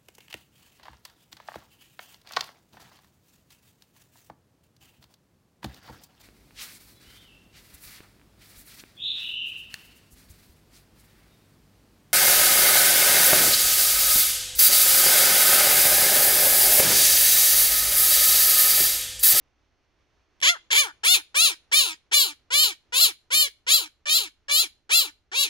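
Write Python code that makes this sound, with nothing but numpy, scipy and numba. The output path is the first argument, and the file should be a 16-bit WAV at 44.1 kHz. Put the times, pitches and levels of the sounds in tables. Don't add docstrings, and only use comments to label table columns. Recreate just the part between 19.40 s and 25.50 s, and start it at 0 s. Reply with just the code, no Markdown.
import sys
import numpy as np
from scipy import signal
from scipy.fft import rfft, irfft, next_fast_len
from scipy.io import wavfile
from scipy.ndimage import uniform_filter1d
from numba import njit

SR = 44100
rng = np.random.default_rng(int(sys.argv[2]) if len(sys.argv) > 2 else 0)


def to_wav(sig):
    pcm = np.clip(np.atleast_2d(sig), -1, 1) * 32767
    pcm = np.round(pcm).astype(np.int16)
    wavfile.write(sys.argv[1], SR, pcm.T)


N = 268921
TIME_S = np.arange(N) / SR
FFT_SIZE = next_fast_len(N + SR, True)
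FREQ_HZ = np.arange(FFT_SIZE // 2 + 1) * SR / FFT_SIZE


def undb(db):
    return 10 ** (np.asarray(db) / 20)


def curve_db(points):
    hz, db = np.transpose(points)
    return np.interp(np.log(FREQ_HZ + 1), np.log(hz), db)


def minimum_phase(gain_db):
    cepstrum = irfft(gain_db * np.log(10) / 20, FFT_SIZE)
    cepstrum[1:FFT_SIZE // 2] *= 2
    cepstrum[FFT_SIZE // 2 + 1:] = 0
    return np.exp(rfft(cepstrum))


def delay(lag_s):
    return np.exp(-2j * np.pi * FREQ_HZ * lag_s)


def filtered(x, response):
    return irfft(rfft(x, FFT_SIZE) * response, FFT_SIZE)[..., :N]


def unit_rms(x, window_samples=900):
    power = uniform_filter1d(uniform_filter1d(x * x, window_samples), window_samples)
    return x / np.sqrt(np.abs(power) + 1e-12)


def wobble(rate_hz):
    x = signal.sosfilt(signal.butter(2, rate_hz, fs=SR, output="sos"), rng.standard_normal(N))
    return x / x.std()


def ease(time_s, span_s, curve=2):
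    return 1 - np.clip(1 - time_s / span_s, 0, 1) ** curve


@njit
def resonator(x, centre_hz, width_hz):
    y, band_state, low_state = np.empty(len(x)), 0., 0.
    for i in range(len(x)):
        g = np.tan(np.pi * centre_hz[i] / SR)
        damping = width_hz / centre_hz[i]
        band = (band_state + g * (x[i] - low_state)) / (1 + g * (g + damping))
        band_state = 2 * band - band_state
        low_state += 2 * g * band
        y[i] = damping * band
    return y


# freq_hz, relative_db
HUSH_SPECTRUM = [(20, -11.5), (40, -10.5), (60, -5), (110, -13.5), (190, -21.5), (320, -15), (500, -20.5),
                 (2000, -24.5), (3300, -28.5), (4300, -33.5), (6200, -32.5), (7500, -48.5), (16000, -60)]
# time_s, gain_db
HISS_DRIFT = [(0, -2), (1.5, 2), (2.5, -1.5), (6.1, -6)]

def hush(level_db=-69.5, side_db=-8, flicker_db=1, pan_db=-2.0, rumble_hz=200):
    mid, side = filtered(rng.standard_normal((2, N)), undb(curve_db(HUSH_SPECTRUM)))
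    sign = np.array([[1], [-1]])
    stereo = (mid + undb(side_db) * side * sign) / mid.std() * undb(sign * pan_db / 2)
    rumble = filtered(stereo, 1 / (1 + (FREQ_HZ / rumble_hz) ** 2))
    hiss = (stereo - rumble) * undb(np.interp(TIME_S, *np.transpose(HISS_DRIFT)))
    return (rumble + hiss) * undb(level_db + flicker_db * wobble(7.9))


def whine(pitch_hz=4330, level_db=-91.5):
    cycles = np.cumsum(pitch_hz * (1 + .002 * wobble(30))) / SR
    drift_db = np.interp(TIME_S, *np.transpose(HISS_DRIFT))
    return np.sqrt(2) * np.sin(2 * np.pi * cycles) * undb(level_db + drift_db)


# freq_hz, t60_s, gain_db
ROOM_BANDS = [(300, 0.57, -32), (1200, 0.15, -22.5), (3500, 0.27, -18.5), (7000, .33, -29),
              (14000, 0.2, -30)]

def room_tail(voice, build_s=0.0027):
    band_hz, t60_s, gain_db = np.transpose(ROOM_BANDS)
    t = TIME_S[:SR // 2]
    noise = rfft(rng.standard_normal((2, len(t))))
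    log_freq = np.log(np.fft.rfftfreq(len(t), 1 / SR) + 1)
    impulse = 0
    for weights, band_t60_s, gain in zip(np.eye(len(band_hz)), t60_s, undb(gain_db)):
        decay = np.exp(-np.log(1000) * t / band_t60_s) * (1 - np.exp(-(t / build_s) ** 2))
        band = irfft(noise * np.interp(log_freq, np.log(band_hz), weights), len(t))
        impulse = impulse + gain * band * decay / np.sqrt(np.sum(decay ** 2))
    return filtered(voice, rfft(impulse, FFT_SIZE))


def scatter(voice, level_db=-13, t60_s=0.13, first_s=0.0053, highpass_hz=1800):
    t = TIME_S[:SR // 10]
    impulse = rng.standard_normal((2, len(t))) * np.exp(-np.log(1000) * t / t60_s) * (t > first_s)
    impulse /= np.sqrt(np.sum(impulse ** 2, axis=1, keepdims=True))
    highpass = FREQ_HZ / np.hypot(FREQ_HZ, highpass_hz)
    return undb(level_db) * filtered(voice, rfft(impulse, FFT_SIZE) * highpass)


# freq_hz, left_minus_right_db
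PORT_BALANCE = [(300, 1), (700, 7.5), (1200, 5.5), (1600, 3.5), (2350, -3), (2750, 8), (3100, -3.5),
                (3500, 6), (4200, 3.5), (4800, -6), (6400, -17.5), (7100, 12), (7900, 6.5), (9400, 15.5),
                (12200, 1.5), (15000, -3.5)]
# delay_s, left_db, right_db
REFLECTIONS = [(.0023, -16.5, -15), (.0052, -21.5, -19), (.0087, -26, -13), (0.0135, -18, -12)]

def near_field(voice, right_lag_s=0.0002511):
    balance_db = curve_db(PORT_BALANCE)
    mean_db = 10 * np.log10(np.cosh(balance_db * np.log(10) / 20))
    left = minimum_phase(balance_db / 2 - mean_db)
    right = minimum_phase(-balance_db / 2 - mean_db) * delay(right_lag_s)
    echoes = sum(undb([[left_db], [right_db]]) * delay(delay_s)
                 for delay_s, left_db, right_db in REFLECTIONS)
    return filtered(voice, np.array([left, right]) * (1 + echoes))


# freq_hz, gain_db
VOICE_SLOPE = [(200, -44.5), (450, -21.5), (620, -18), (800, -2), (1100, -2.5), (2200, -5), (3600, -5.5),
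               (5200, 1), (8000, -8.5), (10000, -8), (16000, -14.5)]
# centre_hz, width_hz, gain_db
WINDPIPE_PEAKS = [(1410, 280, 4.5), (2030, 170, -4), (2340, 180, 7), (2620, 170, -4), (3100, 200, 2),
                  (4130, 260, 3), (5100, 200, -3), (5850, 400, -5), (7050, 400, 5), (8050, 400, -5),
                  (9500, 700, 2), (13550, 650, -24), (14900, 1100, 7)]
# round_trip_s, reflected_share
WINDPIPE_BOUNCES = [(.00035, 0.7), (.00058, 0.43)]

def windpipe():
    peaks_db = sum(gain_db / (1 + (2 * (FREQ_HZ - centre_hz) / width_hz) ** 2)
                   for centre_hz, width_hz, gain_db in WINDPIPE_PEAKS)
    response = minimum_phase(curve_db(VOICE_SLOPE) + peaks_db)
    for round_trip_s, share in WINDPIPE_BOUNCES:
        trip = delay(round_trip_s)
        response = response * (trip - share) / (1 - share * trip)
    return response


# shut_hz, open_hz, width_hz, gain_db
THROAT_FORMANTS = [(1610, 3197, 190, 16), (2730, 4310, 490, 15), (1090, 1800, 370, -6.5)]
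# shut_hz, open_hz, width_hz, gain_db
BEAK_FORMANTS = [(4750, 7530, 100, 13), (6860, 11940, 640, 12), (13000, 15400, 500, 3),
                 (4500, 5500, 400, -3)]

def throat_and_beak(x, throat_opening, beak_opening):
    for formants, opening in (THROAT_FORMANTS, throat_opening), (BEAK_FORMANTS, beak_opening):
        for shut_hz, open_hz, width_hz, gain_db in formants:
            centre_hz = shut_hz + (open_hz - shut_hz) * np.clip(opening, 0, 1)
            x = x + (undb(gain_db) - 1) * resonator(x, centre_hz, float(width_hz))
    return x


# start_s, pulse_db
CREAKS = [(1.003, -30), (1.0158, -17)]

def creaks(opening=0.34, lowpass_hz=7000):
    pulses = np.full(N, 1e-18)
    for start_s, pulse_db in CREAKS:
        pulses[int(start_s * SR)] = undb(pulse_db)
    held = np.full(N, opening)
    rung = throat_and_beak(pulses, held, held)
    return signal.sosfilt(signal.butter(1, lowpass_hz, fs=SR, output="sos"), rung)


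# start_s, end_s, roughness
HOARSE_SPANS = [(1.036, 1.068, 0.3), (1.304, 1.371, 0.8), (3.522, 3.581, .5), (4.26, 4.312, .3),
                (4.633, 4.702, .9), (4.786, 4.837, 0.7), (5.064, 5.117, 0.9)]

def syrinx(pitch_hz, rough_below_hz=460, firm_jitter=0.0014, slack_jitter=.04, quaver=.005,
           shimmer_db=-0.19, rasp_db=2.5, air_db=-21, slack_air_db=11):
    slack = 1 / (1 + np.exp(np.clip((pitch_hz - rough_below_hz) / 40, -20, 20)))
    hoarse = sum(roughness * ((TIME_S > start_s) & (TIME_S < end_s))
                 for start_s, end_s, roughness in HOARSE_SPANS)
    slack = np.maximum(slack, uniform_filter1d(hoarse, size=600))
    jitter = (firm_jitter + slack_jitter * slack) * wobble(260) + quaver * wobble(45)
    cycles = np.cumsum(pitch_hz * (1 + jitter)) / SR
    from_closure_samples = (cycles - np.round(cycles)) * SR / pitch_hz
    pulses = np.sinc(.8 * from_closure_samples) * np.exp(-(from_closure_samples / 7) ** 2)
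    pulses *= undb((shimmer_db + rasp_db * slack) * wobble(170))
    puffs = rng.standard_normal(N) * np.exp(-(cycles % 1) / 1.1)
    flow = np.sqrt(2) * np.sin(2 * np.pi * cycles)
    return unit_rms(pulses) + undb(air_db + slack_air_db * slack) * unit_rms(puffs), flow


SLACK_HZ, CROAK_FALL_S, CROAK_DROP_SHARE = 289, .02, 0.65
ATTACK_DEPTH_DB, ATTACK_CURVE = 17.5, 2.5
DYING_S, DYING_DB = 0.015, 8
CLIMB_DB_PER_HZ, FLUTTER_DB, FLUTTER_HZ = 0.0287, 0.6, 59
THROAT_REST, THROAT_SHUT_S, THROAT_OPENING_PER_HZ = 0.082, 0.072, 0.00037
BEAK_REST, BEAK_SHUT_S, BEAK_LAG_S, BEAK_SAG_PER_S = .22, 0.084, 0.016, 2.3
TREBLE_SHUT_DB, TREBLE_LAG_S, TREBLE_SHUT_S = -27.5, 0.0084, 0.05
LOW_SHUT_DB, LOW_RISE_S, LOW_FADE_S, LOW_SWELL_DB = -12, 0.014, 0.084, 9.5

# start_s, length_s, onset_hz, knee_s, knee_hz, crest_s,
# crest_hz, sag_s, sag_shape, croak_s, base_db, attack_s, hold_s, release_db_per_s, open_s,
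# throat_opening, beak_opening, treble_relative_db, low_base_db
SQUAWKS = [(1.024, 0.15, 599.4, 0.022, 476.3, 0.072, 698, 0.067, 5.8, 0.14, -16, 0.0086, 0.068, 684, 0.01, 0.29, 0.78, -14.5, -31.5),
           (1.304, 0.21, 569.7, 0.037, 408.0, 0.078, 602.0, 0.081, 2.9, 0.18, -18, 0.025, 0.097, 400, 0.013, 0.35, 0.81, -7, -35.5),
           (1.633, 0.18, 397.9, 0.047, 692.7, 0.096, 732.0, 0.039, 1.7, 0.15, -16.5, 0.013, 0.12, 613, 0.079, 0.66, 0.83, -4, -39.5),
           (1.944, 0.2, 450.8, 0.013, 560.2, 0.084, 703.0, 0.084, 1.9, 0.158, -18.5, 0.024, 0.12, 320, 0.088, 0.77, 0.7, -4, -39),
           (2.315, 0.23, 418.5, 0.017, 567.7, 0.062, 628.0, 0.112, 1.4, 0.146, -17, 0.021, 0.078, 165.0, 0.072, 0.77, 0.76, -4.5, -41),
           (2.713, 0.22, 360.8, 0.031, 607.1, 0.096, 553.0, 0.058, 2, 0.16, -17.5, 0.03, 0.11, 252, 0.085, 0.9, 0.97, -3.5, -43),
           (3.104, 0.23, 464.9, 0.042, 576.5, 0.123, 633.0, 0.063, 0.9, 0.205, -18.5, 0.046, 0.14, 257, 0.11, 0.87, 0.95, -5, -41.0),
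           (3.523, 0.2, 470.7, 0.074, 574.7, 0.091, 711.0, 0.072, 2.3, 0.18, -18, 0.038, 0.13, 415, 0.085, 0.88, 0.94, -2, -41.0),
           (3.904, 0.18, 462, 0.038, 605.3, 0.093, 622.0, 0.205, 1.3, 0.168, -19.5, 0.038, 0.12, 277, 0.085, 0.86, 0.95, -2.5, -43.0),
           (4.266, 0.213, 469.4, 0.028, 564.3, 0.08, 691.0, 0.071, 1.8, 0.146, -17.5, 0.041, 0.085, 256, 0.083, 0.9, 0.94, -3.5, -44),
           (4.656, 0.23, 587.8, 0.074, 624.9, 0.109, 709.0, 0.053, 1.1, 0.195, -18.5, 0.064, 0.11, 232, 0.095, 0.88, 0.93, -4.5, -46),
           (5.083, 0.19, 554.2, 0.086, 615.6, 0.134, 710.0, 0.02, 1.2, 0.16, -18.2, 0.052, 0.12, 377.5, 0.082, 0.88, 0.92, -3.5, -43.5),
           (5.493, 0.21, 357.5, 0.023, 595.2, 0.059, 694.0, 0.097, 3.3, 0.158, -17.5, 0.04, 0.097, 284.6, 0.1, 0.87, 1, -4, -44),
           (5.916, 0.18, 341, 0.046, 536.8, 0.098, 569.0, 0.05, 2.4, 0.15, -21, 0.086, 0.12, 380.0, 0.096, 0.8, 0.87, -5.5, -46)]

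def squawk_gestures(edge_s=0.00067):
    table = np.array(SQUAWKS)
    row = np.searchsorted(table[1:, 0] - .05, TIME_S)
    (start_s, length_s, onset_hz, knee_s, knee_hz, crest_s, crest_hz, sag_s, sag_shape, croak_s,
     base_db, attack_s, hold_s, release_db_per_s, open_s, throat_opening, beak_opening,
     treble_relative_db, low_base_db) = table[row].T
    age_s = np.clip(TIME_S - start_s, 0, length_s)
    left_s = length_s - age_s
    gate = np.clip((TIME_S - start_s) / edge_s + .5, 0, 1)
    gate *= np.clip((start_s + length_s - TIME_S) / edge_s + 1, 0, 1)

    climb_hz = onset_hz + (knee_hz - onset_hz) * ease(age_s, knee_s, 0.94)
    climb_hz += (crest_hz - knee_hz) * ease(age_s - knee_s, crest_s - knee_s, 0.99)
    tension = np.exp(-(np.maximum(age_s - crest_s, 0) / sag_s) ** sag_shape)
    tension *= 1 - CROAK_DROP_SHARE * ease(age_s - croak_s, CROAK_FALL_S)
    pitch_hz = uniform_filter1d(SLACK_HZ + (climb_hz - SLACK_HZ) * tension, size=600)

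    level_db = base_db - ATTACK_DEPTH_DB * (1 - ease(age_s, attack_s, ATTACK_CURVE))
    level_db -= release_db_per_s * np.maximum(age_s - hold_s, 0)
    level_db -= DYING_DB * (1 - ease(left_s, DYING_S))
    level_db += CLIMB_DB_PER_HZ * (climb_hz - (knee_hz + crest_hz) / 2)
    level_db += FLUTTER_DB * wobble(FLUTTER_HZ)

    opened = ease(age_s, open_s)
    throat = THROAT_REST + (throat_opening - THROAT_REST) * opened * ease(left_s, THROAT_SHUT_S)
    throat += THROAT_OPENING_PER_HZ * (pitch_hz - crest_hz) * opened * throat_opening
    gape = ease(age_s, open_s + BEAK_LAG_S) * ease(left_s, BEAK_SHUT_S)
    beak = BEAK_REST + (beak_opening - BEAK_REST) * gape
    beak -= BEAK_SAG_PER_S * np.maximum(age_s - open_s - BEAK_LAG_S, 0)

    treble_on = ease(age_s, attack_s + TREBLE_LAG_S) * ease(left_s, TREBLE_SHUT_S)
    treble_db = level_db + treble_relative_db + TREBLE_SHUT_DB * (1 - treble_on)
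    low_on = ease(age_s, LOW_RISE_S) * ease(left_s, LOW_FADE_S)
    low_db = low_base_db + LOW_SWELL_DB * (1 - opened) + LOW_SHUT_DB * (1 - low_on)
    return gate, pitch_hz, level_db, throat, beak, treble_db, low_db


def parrot(low_hz=1650, treble_hz=8000, flow_db=-46, flow_swell=0.22, flow_cap_db=-7):
    gate, pitch_hz, level_db, throat, beak, treble_db, low_db = squawk_gestures()
    pulses, flow = syrinx(pitch_hz)
    rung = throat_and_beak(pulses, throat, beak)
    below_low, below_treble = (1 / (1 + (FREQ_HZ / hz) ** 16) for hz in (low_hz, treble_hz))
    crossover = np.array([below_low, below_treble - below_low, 1 - below_treble])
    low, mid, treble = filtered(rung, windpipe() * crossover)
    voice = undb(low_db) * unit_rms(low) + undb(level_db) * unit_rms(mid)
    voice += undb(treble_db) * unit_rms(treble)
    fundamental_db = np.minimum(flow_db + flow_swell * level_db, level_db + flow_cap_db)
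    return gate * (voice + flow * undb(fundamental_db))


def scene():
    voice = parrot() + creaks()
    return near_field(voice) + scatter(voice) + room_tail(voice) + hush() + whine()


def record(dry, ceiling=0.62, lowpass_hz=15850):
    rounded = dry / (1 + (dry / ceiling) ** 6) ** (1 / 6)
    return signal.sosfilt(signal.ellip(10, .2, 80, lowpass_hz, fs=SR, output="sos"), rounded)


dry = scene()
out = record(dry)
to_wav(out)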